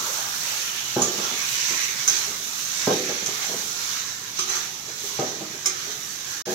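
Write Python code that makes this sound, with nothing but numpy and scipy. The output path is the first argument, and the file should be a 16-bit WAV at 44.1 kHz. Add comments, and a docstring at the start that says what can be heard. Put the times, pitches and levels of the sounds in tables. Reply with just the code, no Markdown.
"""Food frying in a pan, close up, under a half-lifted aluminium lid: oil droplets burst and hiss.
Each stroke of a metal ladle swells the hiss; now and then the ladle clinks and rings the pan.
Dull knocks on wood come from across the kitchen, over a low rumble; the heavy ones rebound.
The right microphone port resonates near 6 kHz. The sound drops out briefly just before the end."""
import sys
import numpy as np
from scipy import signal
from scipy.fft import rfft, irfft, next_fast_len
from scipy.io import wavfile
from scipy.ndimage import uniform_filter1d, map_coordinates

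SR = 44100
rng = np.random.default_rng(int(sys.argv[2]) if len(sys.argv) > 2 else 0)


def transcribe(signal):
    """Save signal, clipped to [-1, 1], as a 16-bit WAV file at the path in sys.argv[1]."""
    frames = np.atleast_2d(signal).T
    limited = np.clip(frames, -1, 1)
    pcm = np.round(limited * 32767).astype(np.int16)
    wavfile.write(sys.argv[1], SR, pcm)


N = 288413

# room sound, left against right: f/Hz, coherence
COHERENCE = [(25, 0.73), (60, 0.99), (250, 1), (500, 0.81), (1000, 0.028), (2000, 0.0094), (12000, 0.027)]
# bursting oil droplets: f/Hz, level/dB
SIZZLE_SPECTRUM = [(800, -18), (2500, 0.5), (6500, 1.5), (9200, -1.5), (12000, 1), (14000, 0),
                   (15600, -3.5)]
# frying hiss: f/Hz, level/dB
HISS_SPECTRUM = [(200, -29), (600, -15), (1280, -2.5), (1700, -0.5), (2100, -1), (3400, -1.5), (4800, -2.5),
                 (6000, -2.5), (6900, -4.5), (7800, -13), (9200, -42), (15600, -40)]
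# kitchen rumble (bass) and soft scraping (above it): f/Hz, level/dB
RUMBLE_SCRAPE_SPECTRUM = [(20, -20), (50, -11.5), (90, -2.5), (130, 5), (260, -2.5), (400, 0), (600, -2),
                          (800, 2), (980, -0.5), (1250, 4.5), (1800, -8), (5000, -13.5)]
# ladle strokes: peak t/s, swell/s, hiss level/dB, sizzle level/dB, scrape level/dB
LADLE_STROKES = [(.09, 0.31, -42.5, -38.5, -33.5), (.5, 0.11, -37, -36, -39), (.83, 0.42, -39.5, -48, -50),
                 (1.26, 0.17, -36, -47, -34), (1.521, .06, -48, -33.5, -41), (1.68, 0.33, -33, -35.5, -48),
                 (2.17, 0.14, -33, -36.5, -39.5), (2.64, 0.37, -46.5, -36, -44),
                 (2.84, 0.18, -32.5, -44, -45), (3.13, 0.19, -36.5, -50, -44),
                 (3.41, 0.15, -35, -38.5, -37), (3.64, 0.21, -43.5, -37.5, -43.5),
                 (3.9, 0.14, -34.5, -37.5, -44.5), (4.42, 0.072, -36, -44, -55),
                 (4.561, 0.087, -33.5, -41, -36.5), (5.07, .12, -41.5, -37.5, -54),
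                 (5.22, 0.14, -39, -52, -51), (5.84, 0.13, -40.5, -43.5, -42.5),
                 (6.07, .17, -58, -40.5, -57), (6.33, 0.096, -41, -41, -48), (6.52, 0.039, -38.5, -36, -56)]
# resonance between lid and pan: t/s, f/Hz, gain/dB
CAVITY_TRACK = [(0, 1300, 7.5), (.17, 1360, 10.5), (.4, 1550, 6.5), (.5, 2720, 5.5), (.7, 2650, 9.5),
                (1.08, 3220, 2), (1.55, 2500, 6.5), (1.85, 2120, 7.5), (2.5, 1920, -1.5), (3.2, 2350, 5),
                (3.702, 1550, -2), (4.25, 1540, 6), (4.44, 1710, -7), (4.57, 1370, 8), (4.75, 1390, -5),
                (5.5, 1850, 3), (5.96, 1250, -0.5), (6.54, 1680, 8)]
# distant knocks: t/s, level/dB, rattle/s
KNOCK_EVENTS = [(0.0, -43, .06), (0.961, -22, 0.074), (1.691, -41.5, 0.072), (2.266, -43.5, .08),
                (2.87, -19.5, 0.061), (3.276, -30.5, 0.022), (3.475, -37, 0.081), (3.532, -30, 0.02),
                (4.874, -41, 0.038), (5.031, -41.5, 0.043), (5.187, -24.5, 0.061), (5.865, -41, 0.045),
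                (6.465, -29.5, .12)]
# knocked wood: f/Hz, width/Hz, level/dB
WOOD_MODES = [(125, 30, -6), (208, 50, -4), (265, 42, -6), (310, 36, -7), (369, 32, -1), (425, 36, -1.5),
              (500, 34, -4), (615, 40, -3.5), (695, 40, -9), (750, 36, -6), (815, 70, -6), (920, 60, -13),
              (1040, 90, -13), (1260, 80, -12), (1570, 60, -13)]
# kitchen reverberation: f/Hz, t60/s
WALL_DECAY = [(150, 0.71), (400, 1), (1000, 0.5), (3000, 0.33), (7000, 0.29), (14000, 0.053)]
# ladle on pan: t/s, level/dB, high ring f/Hz, its lift/dB, low ring f/Hz, body gain/dB
CLINK_EVENTS = [(1.0183, -15.5, 6750, 15, 1280, -3.5), (1.726, -31, 6060, 11, 400, -19),
                (2.077, -12, 6160, 8.5, 1560, -3), (2.165, -25, 5900, 4, 2120, -18),
                (2.19, -25, 5600, 11, 2670, -17), (3.2598, -21, 6100, 2.5, 2320, -2),
                (4.3901, -18, 7200, -4, 1240, 1.5), (4.4928, -23.5, 6000, 8, 2670, -1),
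                (4.553, -22.5, 6000, -1, 1500, -0.5), (5.6581, -12.5, 5260, 7.5, 2210, -0.5)]
# pan and ladle: f/Hz, level/dB, t60/s
PAN_MODES = [(365, -13, .24), (415, -13, .17), (790, -18, .15), (1180, -10, .16), (1270, -14, .15),
             (1560, -19, .2), (2120, -15, .14), (2320, -14, .16), (2480, -16, .15), (2670, -18, .2),
             (3100, -14, .13), (3295, -15, .18), (4050, -19, .2), (5255, -4.5, .13), (5620, -13, .14),
             (6105, -6, .11), (6180, -8, .11), (6445, -10, .11), (6645, -12, .1), (6780, -7, .08),
             (7190, -11, .11), (7650, -11, .1), (8230, -10, .1), (8720, -14, .07), (10470, -11, .1)]
# ladle contact noise: f/Hz, level/dB
GRIT_SPECTRUM = [(150, -7), (400, -1), (3000, -2), (6500, 8), (8300, 2.5), (9500, -1.5), (12000, 0.5),
                 (15000, -6)]
# right microphone port: f/Hz, gain/dB
PORT_RESPONSE = [(150, 0), (380, 1.5), (600, -0.5), (1200, 0.5), (1700, 3), (2800, 2), (3900, 8.5),
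                 (5000, 6), (5600, 11.5), (6050, 15), (6500, 12.5), (7500, 9), (9500, -4.5), (11500, 1),
                 (13200, 3), (15500, -1.5)]

CROSSOVER_HZ = 550  # rumble below, scrape above


def amp(db):
    """Decibels to gain."""
    return 10 ** (np.asarray(db) / 20)


def unit(x):
    """Scale to rms 1."""
    return x / np.sqrt(np.mean(x ** 2) + 1e-20)


def along(points, hz):
    """Rows of f/Hz, value, read on a log axis."""
    f, values = np.transpose(points)
    return np.interp(np.log(hz + 1), np.log(f + 1), values)


def colour(points):
    """Frequency response from rows of f/Hz, level/dB."""
    return lambda hz: amp(along(points, hz))


def wobble(rate_hz):
    """Smooth random curve, rate_hz knots a second."""
    knots = rng.standard_normal(int(N * rate_hz / SR) + 4)
    return map_coordinates(knots, [np.arange(N) * rate_hz / SR])


def filtered(x, response):
    """Apply a frequency response."""
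    n = x.shape[-1]
    padded = next_fast_len(n + SR // 4)
    return irfft(rfft(x, padded) * response(np.fft.rfftfreq(padded, 1 / SR)), padded)[..., :n]


def diffuse(pair, response):
    """Colour two unrelated signals and spread them as in a room: coherent in the bass only; rms 1."""
    def mid_side(hz):
        angle = np.arccos(np.clip(along(COHERENCE, hz), -1, 1)) / 2
        return response(hz) * np.array([np.cos(angle), np.sin(angle)])
    mid, side = filtered(pair, mid_side)
    return unit(np.array([mid + side, mid - side]))


def add(track, start_s, sound):
    """Mix a sound into the track."""
    part = track[:, round(start_s * SR):][:, :sound.shape[1]]
    part += sound[:, :part.shape[1]]


def droplets(rate_hz, spread_db):
    """Tiny bursts at random times: many small, a few large."""
    bursting = rng.random((2, N)) < rate_hz / SR
    bursts = bursting * rng.standard_normal((2, N))
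    size_db = spread_db * np.minimum(rng.exponential(size=(2, N)), 5)
    return unit(bursts * amp(size_db))


def flicker(x, depth_db, bands=4, frames=9):
    """Each narrow band swells and sinks by itself; rms 1."""
    z = signal.stft(x, nperseg=1024)[2]
    field = uniform_filter1d(rng.standard_normal(z.shape[1:]), bands, axis=0)
    field = unit(uniform_filter1d(field, frames, axis=1))
    return unit(signal.istft(z * amp(depth_db * field), nperseg=1024)[1][:, :N])


def fine_comb(x, tap_db, count=10):
    """Short random delays give the hiss a faint, fixed, tonal colour."""
    delays_s = rng.uniform(.0007, .009, (2, count))
    signs = rng.choice([-1, 1], (2, count))
    taps = np.zeros((2, SR // 25))
    taps[:, 0] = 1
    taps[[[0], [1]], (delays_s * SR).astype(int)] = signs * amp(tap_db)
    return unit(signal.fftconvolve(x, taps, axes=1)[:, :N])


def stirring(part, rest_db, drift_db_per_s):
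    """Gain of one part of the frying: a sinking rest level plus a swell per stroke."""
    t = np.arange(N) / SR
    column = ("hiss", "sizzle", "scrape").index(part)
    power = amp(rest_db + drift_db_per_s * t) ** 2
    for peak_s, swell_s, *levels_db in LADLE_STROKES:
        width_s = np.where(t < peak_s, swell_s, 1.37 * swell_s)  # falls slower than it rises
        swell = np.exp(-((t - peak_s) / width_s) ** 2)
        power += (amp(levels_db[column]) * swell) ** 2
    return np.sqrt(power)


def lid_cavity(x, width_oct=.29):
    """The hollow under the lid: a broad resonance that glides as the lid tilts."""
    hz, t, z = signal.stft(x, SR, nperseg=512)
    knots_s, centre_hz, gain_db = np.transpose(CAVITY_TRACK)
    offset_oct = np.log2((hz[:, None] + 1) / np.interp(t, knots_s, centre_hz))
    bell_db = np.interp(t, knots_s, gain_db) * np.exp(-(offset_oct / width_oct) ** 2)
    return signal.istft(z * amp(bell_db), SR, nperseg=512)[1][:, :N]


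def frying():
    """Droplets fizz in oil; stirring turns wet food onto hot metal, raises a hiss and scrapes the pan."""
    sizzle = diffuse(droplets(rate_hz=14000, spread_db=0.1), colour(SIZZLE_SPECTRUM))
    sizzle = flicker(sizzle, depth_db=2.5) * amp(.4 * wobble(rate_hz=24))
    sizzle *= stirring("sizzle", rest_db=-35, drift_db_per_s=-1.63)

    hiss = diffuse(droplets(rate_hz=16000, spread_db=1.0), colour(HISS_SPECTRUM))
    hiss = fine_comb(hiss, tap_db=-19)
    hiss = flicker(hiss, depth_db=2.0) * amp(.79 * wobble(rate_hz=25))
    hiss *= stirring("hiss", rest_db=-39.5, drift_db_per_s=-0.41)

    scrape = diffuse(rng.standard_normal((2, N)), colour(RUMBLE_SCRAPE_SPECTRUM))
    scrape = flicker(scrape, depth_db=3.5)
    scrape = filtered(scrape, lambda hz: 1 - 1 / (1 + (hz / CROSSOVER_HZ) ** 4))
    scrape *= stirring("scrape", rest_db=-41, drift_db_per_s=-0.67)
    return sizzle + lid_cavity(hiss) + scrape


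def rumble():
    """Steady low noise of the kitchen."""
    air = diffuse(rng.standard_normal((2, N)), colour(RUMBLE_SCRAPE_SPECTRUM))
    return amp(-42.5) * filtered(air, lambda hz: 1 / (1 + (hz / CROSSOVER_HZ) ** 4))


def wood(hz, bright_hz):
    """Response of struck wood: modes of alternating sign, cut above bright_hz and below 60 Hz."""
    modes = sum((-1) ** k * amp(db) * 1j * hz * width_hz / (mode_hz ** 2 - hz ** 2 + 1j * hz * width_hz)
                for k, (mode_hz, width_hz, db) in enumerate(WOOD_MODES))
    return modes / (1 + 1j * hz / bright_hz) ** 2 * (1j * hz / (60 + 1j * hz)) ** 2


def knocks(soft_hz=515, hard_hz=1820):
    """Blows thud through wood, which rattles briefly; soft ones are duller and swell more slowly."""
    out, t = np.zeros((2, N)), np.arange(SR // 3) / SR
    for start_s, db, rattle_s in list(KNOCK_EVENTS) + rebounds():
        force = np.clip(amp(db + 23), 0, 1)
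        bright_hz = soft_hz + (hard_hz - soft_hz) * force ** 2
        thud = filtered(signal.unit_impulse(len(t)), lambda hz: wood(hz, bright_hz) / (1 + 1j * hz / 600))
        thud *= force / np.abs(thud).max()
        low_cut_hz = 100 + 130 * (1 - force)
        attack_s = .0027 + .0047 * (1 - force)
        noise = rng.standard_normal((2, len(t)))
        rattle = diffuse(noise, lambda hz: wood(hz, bright_hz) * hz ** 2 / (hz ** 2 + low_cut_hz ** 2))
        rattle *= (1 - np.exp(-t / attack_s)) / (1 + (t / rattle_s) ** 5)
        add(out, start_s, amp(db - 2) * kitchen_reverb(3 * thud + 1.156 * rattle, wet_db=-9.5))
    return out


def rebounds(above_db=-28, flight_s=.217, shrink=.6, loss_db=8.5, rattle_s=.033):
    """Hard knocks bounce twice, ever quicker and weaker: t/s, level/dB, rattle/s."""
    delays_s = [flight_s, flight_s * (1 + shrink)]
    return [(start_s + delay_s, db - loss_db * k, rattle_s)
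            for start_s, db, _ in KNOCK_EVENTS if db > above_db
            for k, delay_s in enumerate(delays_s, 1)]


def kitchen_reverb(sound, wet_db):
    """Direct sound plus wall reflections, each frequency decaying at its own rate."""
    noise = diffuse(rng.standard_normal((2, SR * 3 // 4)), np.ones_like)
    hz, t, z = signal.stft(noise, SR, nperseg=256)
    decay = amp(-60 * t / along(WALL_DECAY, hz)[:, None])
    response = signal.istft(z * decay, SR, nperseg=256)[1]
    response *= amp(wet_db) / np.linalg.norm(response[0])
    response[:, 0] += 1
    return signal.fftconvolve(sound, response, axes=1)


def ladle_clinks(low_lift_db=9, body_top_hz=4500, grit_t60_s=.14, attack_s=.00046, left_db=3):
    """Each contact scrapes briefly and rings the pan, favouring two pitches set by where it lands."""
    out, t = np.zeros((2, N)), np.arange(SR // 3) / SR
    hz, mode_db, t60_s = np.transpose(PAN_MODES)
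    near = lambda centre_hz: np.exp(-((hz - centre_hz) / 220) ** 2)
    balance = amp([[left_db / 2], [-left_db / 2]])
    for start_s, db, high_hz, high_lift_db, low_hz, body_db in CLINK_EVENTS:
        lift_db = high_lift_db * near(high_hz) + low_lift_db * near(low_hz)
        ring_db = mode_db + lift_db + body_db * (hz < body_top_hz)
        phase = rng.uniform(0, 2 * np.pi, (2, len(hz), 1))
        modes = np.sin(2 * np.pi * hz[:, None] * t + phase) * amp(-60 * t / t60_s[:, None])
        ring = (amp(ring_db)[:, None] * modes).sum(1)
        grit = diffuse(rng.standard_normal((2, len(t))), colour(GRIT_SPECTRUM))
        grit *= amp(-2 - 60 * t / grit_t60_s)
        contact = (ring + grit) * (1 - np.exp(-t / attack_s)) * balance
        add(out, start_s, amp(db - 9.5) * kitchen_reverb(contact, wet_db=-5))
    return out


def scene():
    """All kitchen sources, stereo."""
    return frying() + ladle_clinks() + knocks() + rumble()


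def record(dry, dropout_s=(6.421, 6.456), top_hz=15800):
    """Right port resonance, a brief dropout, treble cut-off."""
    ports = np.array([dry[0], filtered(dry[1], colour(PORT_RESPONSE))])
    t = np.arange(N) / SR
    live = (t < dropout_s[0]) | (t > dropout_s[1])
    gate = uniform_filter1d(live * 1., size=SR // 200)  # 5 ms ramps
    return filtered(ports * gate, lambda hz: hz < top_hz)


dry = scene()
out = record(dry)
transcribe(out)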